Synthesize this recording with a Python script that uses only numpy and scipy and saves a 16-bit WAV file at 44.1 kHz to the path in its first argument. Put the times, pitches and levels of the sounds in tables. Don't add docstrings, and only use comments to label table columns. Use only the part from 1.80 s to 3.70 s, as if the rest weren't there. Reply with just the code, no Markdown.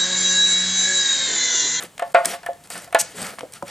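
import sys
import numpy as np
from scipy import signal
from scipy.fft import rfft, irfft, next_fast_len
from scipy.io import wavfile
from scipy.ndimage import map_coordinates

SR = 44100
rng = np.random.default_rng(int(sys.argv[2]) if len(sys.argv) > 2 else 0)


def volts_from_decibels(level):
    exponent = np.asarray(level, float) / 20
    return 10 ** exponent


def log_audio(samples):
    frames = np.atleast_2d(samples).T
    limited = np.clip(frames, -1, 1)
    pcm = np.round(limited * 32767).astype(np.int16)
    wavfile.write(sys.argv[1], SR, pcm)


N = 83790


def unit(x):
    return x / np.sqrt(np.mean(x ** 2) + 1e-20)


def along(points, hz):
    f, v = np.transpose(points)
    return np.interp(np.log(hz + 1), np.log(f + 1), v)


def filtered(x, response):
    m = next_fast_len(x.shape[-1] + 8192)
    return irfft(rfft(x, m) * response(np.fft.rfftfreq(m, 1 / SR)), m)[..., :x.shape[-1]]


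def resonant(x, peaks):
    def response(f):
        total = 0
        for k, (centre, width, db) in enumerate(peaks):
            damping = 1j * f * width
            total = total + (-1) ** k * volts_from_decibels(db) * damping / (centre * centre - f * f + damping)
        return total
    return unit(filtered(x, response))


def wobble(rate, n, count=1):
    knots = rng.standard_normal((count, int(n * 300 / SR) + 4))
    return np.array([map_coordinates(k, [np.arange(n) * rate / SR]) for k in knots])


def stroke(start, strongest, end, power=1.27):
    t = np.arange(N) / SR
    rise = (t - start) / abs(strongest - start)
    fall = (end - t) / abs(end - strongest)
    return np.sin(np.pi / 2 * np.clip(np.minimum(rise, fall), 0, 1)) ** power


def grit(flutter_db):
    grains_per_s, smooth_share = 4000, 0.9
    hit = rng.random(N) < grains_per_s / SR
    size_db = 3.5 * np.minimum(rng.exponential(size=N), 3)
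    grains = hit * volts_from_decibels(size_db) * rng.standard_normal(N)
    rub = smooth_share * rng.standard_normal(N)
    return (unit(grains) + rub) * volts_from_decibels(flutter_db * wobble(90, N)[0])


def add(out, s, sound):
    out[round(s * SR):][:len(sound)] += sound


def air():
    # (frequency [Hz], level [dB per Hz])
    air_spectrum = [(15, -34), (25, -14), (145, 4), (285, -4.5), (936, -5.5), (1610, -11.5), (5280, -17.5),
                    (8140, -13), (16000, -25)]
    a, b = filtered(rng.standard_normal((2, N)), lambda hz: volts_from_decibels(along(air_spectrum, hz)))
    return volts_from_decibels(-51.5) * unit(np.array([a + 0.099 * b, a - 0.19 * b]))


def singing(peaks, sway_db):
    total = 0
    for centre, width, db in peaks:
        level = volts_from_decibels(db + sway_db * wobble(35.14, N)[0])
        total = total + level * width ** 0.5 * resonant(grit(flutter_db=2), [(centre, width, db)])
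    return unit(total)


def drags():
    # (start [s], strongest [s], end [s], hiss level [dB], body level over the hiss [dB])
    drag_strokes = [(-.03, 0.024, 0.079, -37.5, 1), (0.22, 0.296, 0.48, -54, -2),
                    (0.342, 0.375, 0.57, -49, -13), (0.434, 0.502, 0.58, -30.5, -2.5),
                    (0.602, 0.671, 1.1, -65, -4), (0.834, 0.856, 0.869, -47.5, -6),
                    (0.897, 0.915, .97, -35.5, -6), (0.926, .965, 1.008, -37.5, -1),
                    (0.97, 1.026, 1.085, -44, 0), (1.2, 1.21, 1.8, -47.5, -0.5),
                    (1.344, 1.425, 1.481, -34.5, 0), (1.43, 1.475, 1.532, -37.5, 0),
                    (1.521, 1.563, 1.547, -47.5, 14.5), (1.584, 1.575, 1.603, -47, 14),
                    (1.722, 1.745, 1.8, -42, -3), (1.845, 1.901, 1.91, -39, -1)]
    # (frequency [Hz], width [Hz], level [dB])
    rim_modes = [(3130, 860, -5.5), (4700, 630, -5), (5740, 420, -9), (6900, 580, -7.5), (8000, 1100, -3),
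                 (9160, 1350, -3), (11100, 1600, -6), (12500, 2200, -31)]
    # (frequency [Hz], width [Hz], level [dB])
    body_modes = [(180, 33, -0.5), (296, 37, -6), (518, 83, 1), (716, 144, -1.5), (1340, 400, -5),
                  (1325, 105, -5), (1790, 130, -2.5), (2130, 580, -6.5)]
    hiss, hum = np.zeros(N), np.zeros(N)
    for start, strongest, end, hiss_db, body_db in drag_strokes:
        pressure = stroke(start, strongest, end)
        hiss += volts_from_decibels(hiss_db) * pressure
        hum += volts_from_decibels(hiss_db + body_db) * pressure
    rim = filtered(singing(rim_modes, sway_db=3.5), lambda f: 1 / (1 + (f / 13000) ** 4))
    return hiss * rim + hum * singing(body_modes, sway_db=1)


def room(x, count=24):
    # (frequency [Hz], t60 [s])
    room_decay = [(200, 0.28), (1000, 0.28), (4000, 0.42), (12000, 0.091)]
    hz, t, z = signal.stft(rng.standard_normal((count, 2, SR // 2)), SR, nperseg=256)
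    tails = signal.istft(z * volts_from_decibels(-60 * t / along(room_decay, hz)[:, None]), SR, nperseg=256)[1]
    place, out = np.arange(N) / N * (count - 1), 0
    for k, (a, b) in enumerate(tails):
        part = x * np.sqrt(np.clip(1 - np.abs(place - k), 0, 1))
        late = np.pad(part, (300, 0))[None]
        ports = np.array([a + 0.48 * b, a - 0.19 * b]) / np.linalg.norm(a)
        out = out + signal.fftconvolve(late, ports, axes=1)[:, :N]
    return out


def pop(modes, tilt_db, share, t):
    hz, mode_db, t60 = np.array(modes).T[..., None]
    scatter_db = 1.06 * rng.standard_normal(hz.shape)
    noise = rng.standard_normal(len(t))
    sway = wobble(100, len(t), count=len(hz)) + 1j * wobble(100, len(t), count=len(hz))
    shake = 1 + np.minimum(t / 0.026, 1) * np.minimum(hz / 1300, 1) ** 2 * sway
    decay = volts_from_decibels(mode_db + scatter_db + tilt_db * np.log2(hz / 700) - 60 * t / (t60 * share))
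    ring = decay * (shake * np.exp(2j * np.pi * hz * t)).imag
    colour = lambda f: (f / 900) ** 2 / (1 + (f / 900) ** 2.35) / (1 + (f / 2600) ** 4)
    clang_t60 = 0.099 * share
    clang = unit(filtered(noise, colour)) * volts_from_decibels(-10.5 + 1.7 * tilt_db - 60 * t / clang_t60)
    return (ring.sum(0) + clang) * (1 - np.exp(-t / 0.0016))


def lid():
    # (time [s], peak level [dB], brightness [dB per octave], share of the ring time [1])
    lid_pops = [(.022, -36.5, 10.5, 0.61), (.194, -24.5, 7, 0.63), (0.221, -10.5, -4.5, 0.82),
                (.446, -30, 8.5, 1), (.534, -23.5, 2, 1), (.632, -35, 5, 0.79), (0.662, -24.5, 6, 0.61),
                (.688, -15, -13, 0.75), (.903, -28.5, 4, 0.58), (.953, -29.5, 4.5, 0.94),
                (1.074, -36, 1, 1), (1.126, -22.5, 5, 0.55), (1.585, -28, -0.5, 0.23)]
    seal_burst = (.346, 0.83, -1.1, 1.1)
    held_snap = (1.147, -1.57, 0.62, 1.01)
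    # (frequency [Hz], level [dB], t60 [s])
    sealed_modes = [(546, -9, .13), (650, -19, 0.058), (695, 2.5, 0.11), (780, -21, 0.21),
                    (873, -17.5, 0.25), (1085, -14.5, 0.094), (1136, -22, 0.18), (1367, -18, 0.11),
                    (1487, -16.5, 0.12), (1750, -9, 0.068), (2146, -19.5, 0.07), (2405, -15.5, 0.045),
                    (3090, -19.5, 0.024)]
    # (frequency [Hz], level [dB], t60 [s])
    freed_modes = [(545.6, -11, 0.14), (662.3, -7, 0.2), (691.7, -5.5, 0.17), (877, -16, 0.23),
                   (1084, -16.5, .16), (1153, -18.5, 0.16), (1247, -26, 0.18), (1378, -12, 0.082),
                   (1448, -14.5, .14), (1580, -24, 0.12), (1702, -16.5, 0.079), (1850, -19.5, 0.15),
                   (2075, -19.5, 0.14), (2410, -19, 0.1)]
    # (frequency [Hz], level [dB], t60 [s])
    held_modes = [(532, -5, 0.068), (611, -3, 0.059), (671, 2, 0.076), (871, -8, 0.091),
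                  (930, -11.5, 0.079), (1086, -20, 0.12), (1418, -18, 0.13), (1741, -12.5, 0.075),
                  (1956, -11, 0.05), (2405, -12, 0.03), (3060, -17, 0.035), (4100, -11, 0.017)]
    out, t = np.zeros(N + SR), np.arange(SR * 3 // 10) / SR
    for modes, rows in ((sealed_modes, lid_pops), (held_modes, [held_snap]), (freed_modes, [seal_burst])):
        for s, db, tilt_db, share in rows:
            add(out, s, volts_from_decibels(db - 1.5) * pop(modes, tilt_db, share, t))
    return out[:N]


def ticks():
    # (time [s], peak level [dB], brightness [dB per octave])
    tip_ticks = [(0.024, -20, -2.5), (0.0354, -23, 20), (0.179, -23.5, -8), (0.1945, -23, 1),
                 (0.2227, -30, -4.5), (.2773, -42, 10), (.291, -44, 6), (0.301, -43, 1), (0.319, -36, 6),
                 (.3415, -29, -10), (0.3456, -18, -6), (0.4476, -15.5, -4), (0.4555, -3, 1.5),
                 (.459, -24, -4), (0.6313, -34.5, -5), (0.662, -23.5, 6), (0.7318, -37, -5),
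                 (0.838, -35, 0), (.8056, -53, -3), (0.8727, -35, -2), (0.902, -20.5, -1), (.936, -28, -1),
                 (0.977, -25, 4), (1.02, -32, 3), (1.0443, -29, 2), (1.077, -43, 3), (1.1065, -37, -11),
                 (1.1257, -26, 2), (1.1464, -12, 6), (1.417, -19, -3), (1.427, -19.5, -2),
                 (1.467, -22, -2.5), (1.505, -28, -1), (1.5855, -19, -18), (1.5911, -23, -5.5),
                 (1.6074, -21.5, -11), (1.722, -30, 2), (1.7353, -24, 0), (1.8254, -30.5, -4),
                 (1.8797, -28, 4)]
    out, t = np.zeros(N + SR), np.arange(SR // 20) / SR
    for s, db, tilt_db in tip_ticks:
        def colour(f):
            tilt = volts_from_decibels(tilt_db * np.log2((f + 500) / 6000))
            band = f ** 2 / (f ** 2 + 1200 ** 2) / (1 + (f / 12000) ** 5)
            return tilt * band * (1 + 1.37 / (1 + ((f - 8800) / 1300) ** 2))
        crack = unit(filtered(rng.standard_normal(len(t)), colour))
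        decay = volts_from_decibels(db + 2 - 60 * t / 0.012)
        add(out, s, decay * crack * (1 - np.exp(-t / 0.0011)))
    return out[:N]


def knocks():
    # (time [s], peak level [dB], pitch [Hz], t60 [s])
    board_knocks = [(.041, -24, 356, 0.022), (.049, -44, 176, 0.15), (0.461, -30, 292.4, 0.11),
                    (0.961, -38.5, 300, 0.086), (1.372, -34.5, 180, 0.28), (1.42, -25.5, 175, 0.089),
                    (1.506, -43.5, 207, 0.29), (1.61, -33, 511, 0.079), (1.632, -19, 509, 0.046),
                    (1.65, -32, 599, 0.061), (1.8243, -16, 980, .018), (1.831, -22.5, 182, 0.037),
                    (1.211, -33, 174, 0.1), (1.345, -38, 426, 0.15), (1.826, -23, 563, 0.07)]
    out, t = np.zeros(N + SR), np.arange(SR // 4) / SR
    for s, db, hz, t60 in board_knocks:
        modes = np.sin(2 * np.pi * hz * t)
        modes += 0.56 * np.sin(2 * np.pi * 1.27 * hz * t)
        modes += 0.31 * np.sin(2 * np.pi * 0.613 * hz * t)
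        add(out, s, volts_from_decibels(db - 60 * t / t60) * modes * (1 - np.exp(-t * hz / 0.54)))
    return out[:N]


def squeals():
    # (middle [s], half length [s], frequency [Hz], level [dB])
    rim_squeals = [
        (.52, .016, 5670, -37),
        (1.422, .025, 8150, -36),
        (.94, .04, 8900, -43),
        (.97, .02, 1450, -40),
        (.666, .01, 1780, -32),
        (1.425, .03, 4700, -42),
        (1.765, .016, 1320, -47),
    ]
    out = np.zeros(N)
    for s, half, hz, db in rim_squeals:
        narrow = resonant(grit(flutter_db=-1.2), [(hz, hz / 25, 0)])
        out += volts_from_decibels(db) * stroke(s - half, s, s + half) * resonant(narrow, [(hz, hz / 8, 0)])
    return out


def skid():
    # (start [s], strongest [s], end [s])
    slip_times = (1.185, 1.207, 1.221)
    # (frequency [Hz], width [Hz], level [dB])
    blade_modes = [(5000, 940, -8.5), (5930, 440, -3.5), (6640, 280, -1), (7980, 570, -2.5),
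                   (9200, 800, -7), (10600, 1400, -9.5), (13000, 3500, -22), (2540, 2200, -16)]
    return volts_from_decibels(-17) * stroke(*slip_times, power=0.8) * resonant(grit(flutter_db=2.5), blade_modes)


def scene():
    # (frequency [Hz], phase [rad])
    port_phase = [(0, -0.35), (860, 0.65), (4650, 0.25), (6980, 0.34), (16200, -0.17)]
    # (frequency [Hz], level [dB])
    port_level = [(60, 0.0), (180, 0.0), (550, 0.0), (1650, 0), (4970, 0.8), (9000, 1.46), (15000, 0.1)]
    sources = drags() + lid() + ticks() + knocks() + squeals() + skid()
    can = filtered(sources, lambda f: (1j * f / (60 + 1j * f)) ** 2)
    side = np.array([[0.5], [-0.5]])
    phase_hz, phase_rad = np.transpose(port_phase)

    def ports(f):
        phase = np.interp(np.log(f + 100), np.log(phase_hz + 100), phase_rad)
        return volts_from_decibels(along(port_level, f) * side) * np.exp(1j * phase * side)
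    return filtered(can + volts_from_decibels(-15) * room(can) + air(), ports)


def top_cut(x):
    return signal.sosfilt(signal.butter(12, 16650, fs=SR, output="sos"), x)


def record(dry):
    # (start [s], shut [s], opening [s], open [s])
    duck_times = (.3315, .3335, .338, .342)
    ducked = dry * volts_from_decibels(np.interp(np.arange(N) / SR, duck_times, [0, -21.5, -21.5, 0]))
    clipped = ducked / (1 + np.abs(ducked / 1.05) ** 6) ** (1 / 6)
    mix = filtered(clipped, lambda f: 1 / (1 + (f / 15300) ** 40))
    return top_cut(mix)


dry = scene()
out = record(dry)
log_audio(out)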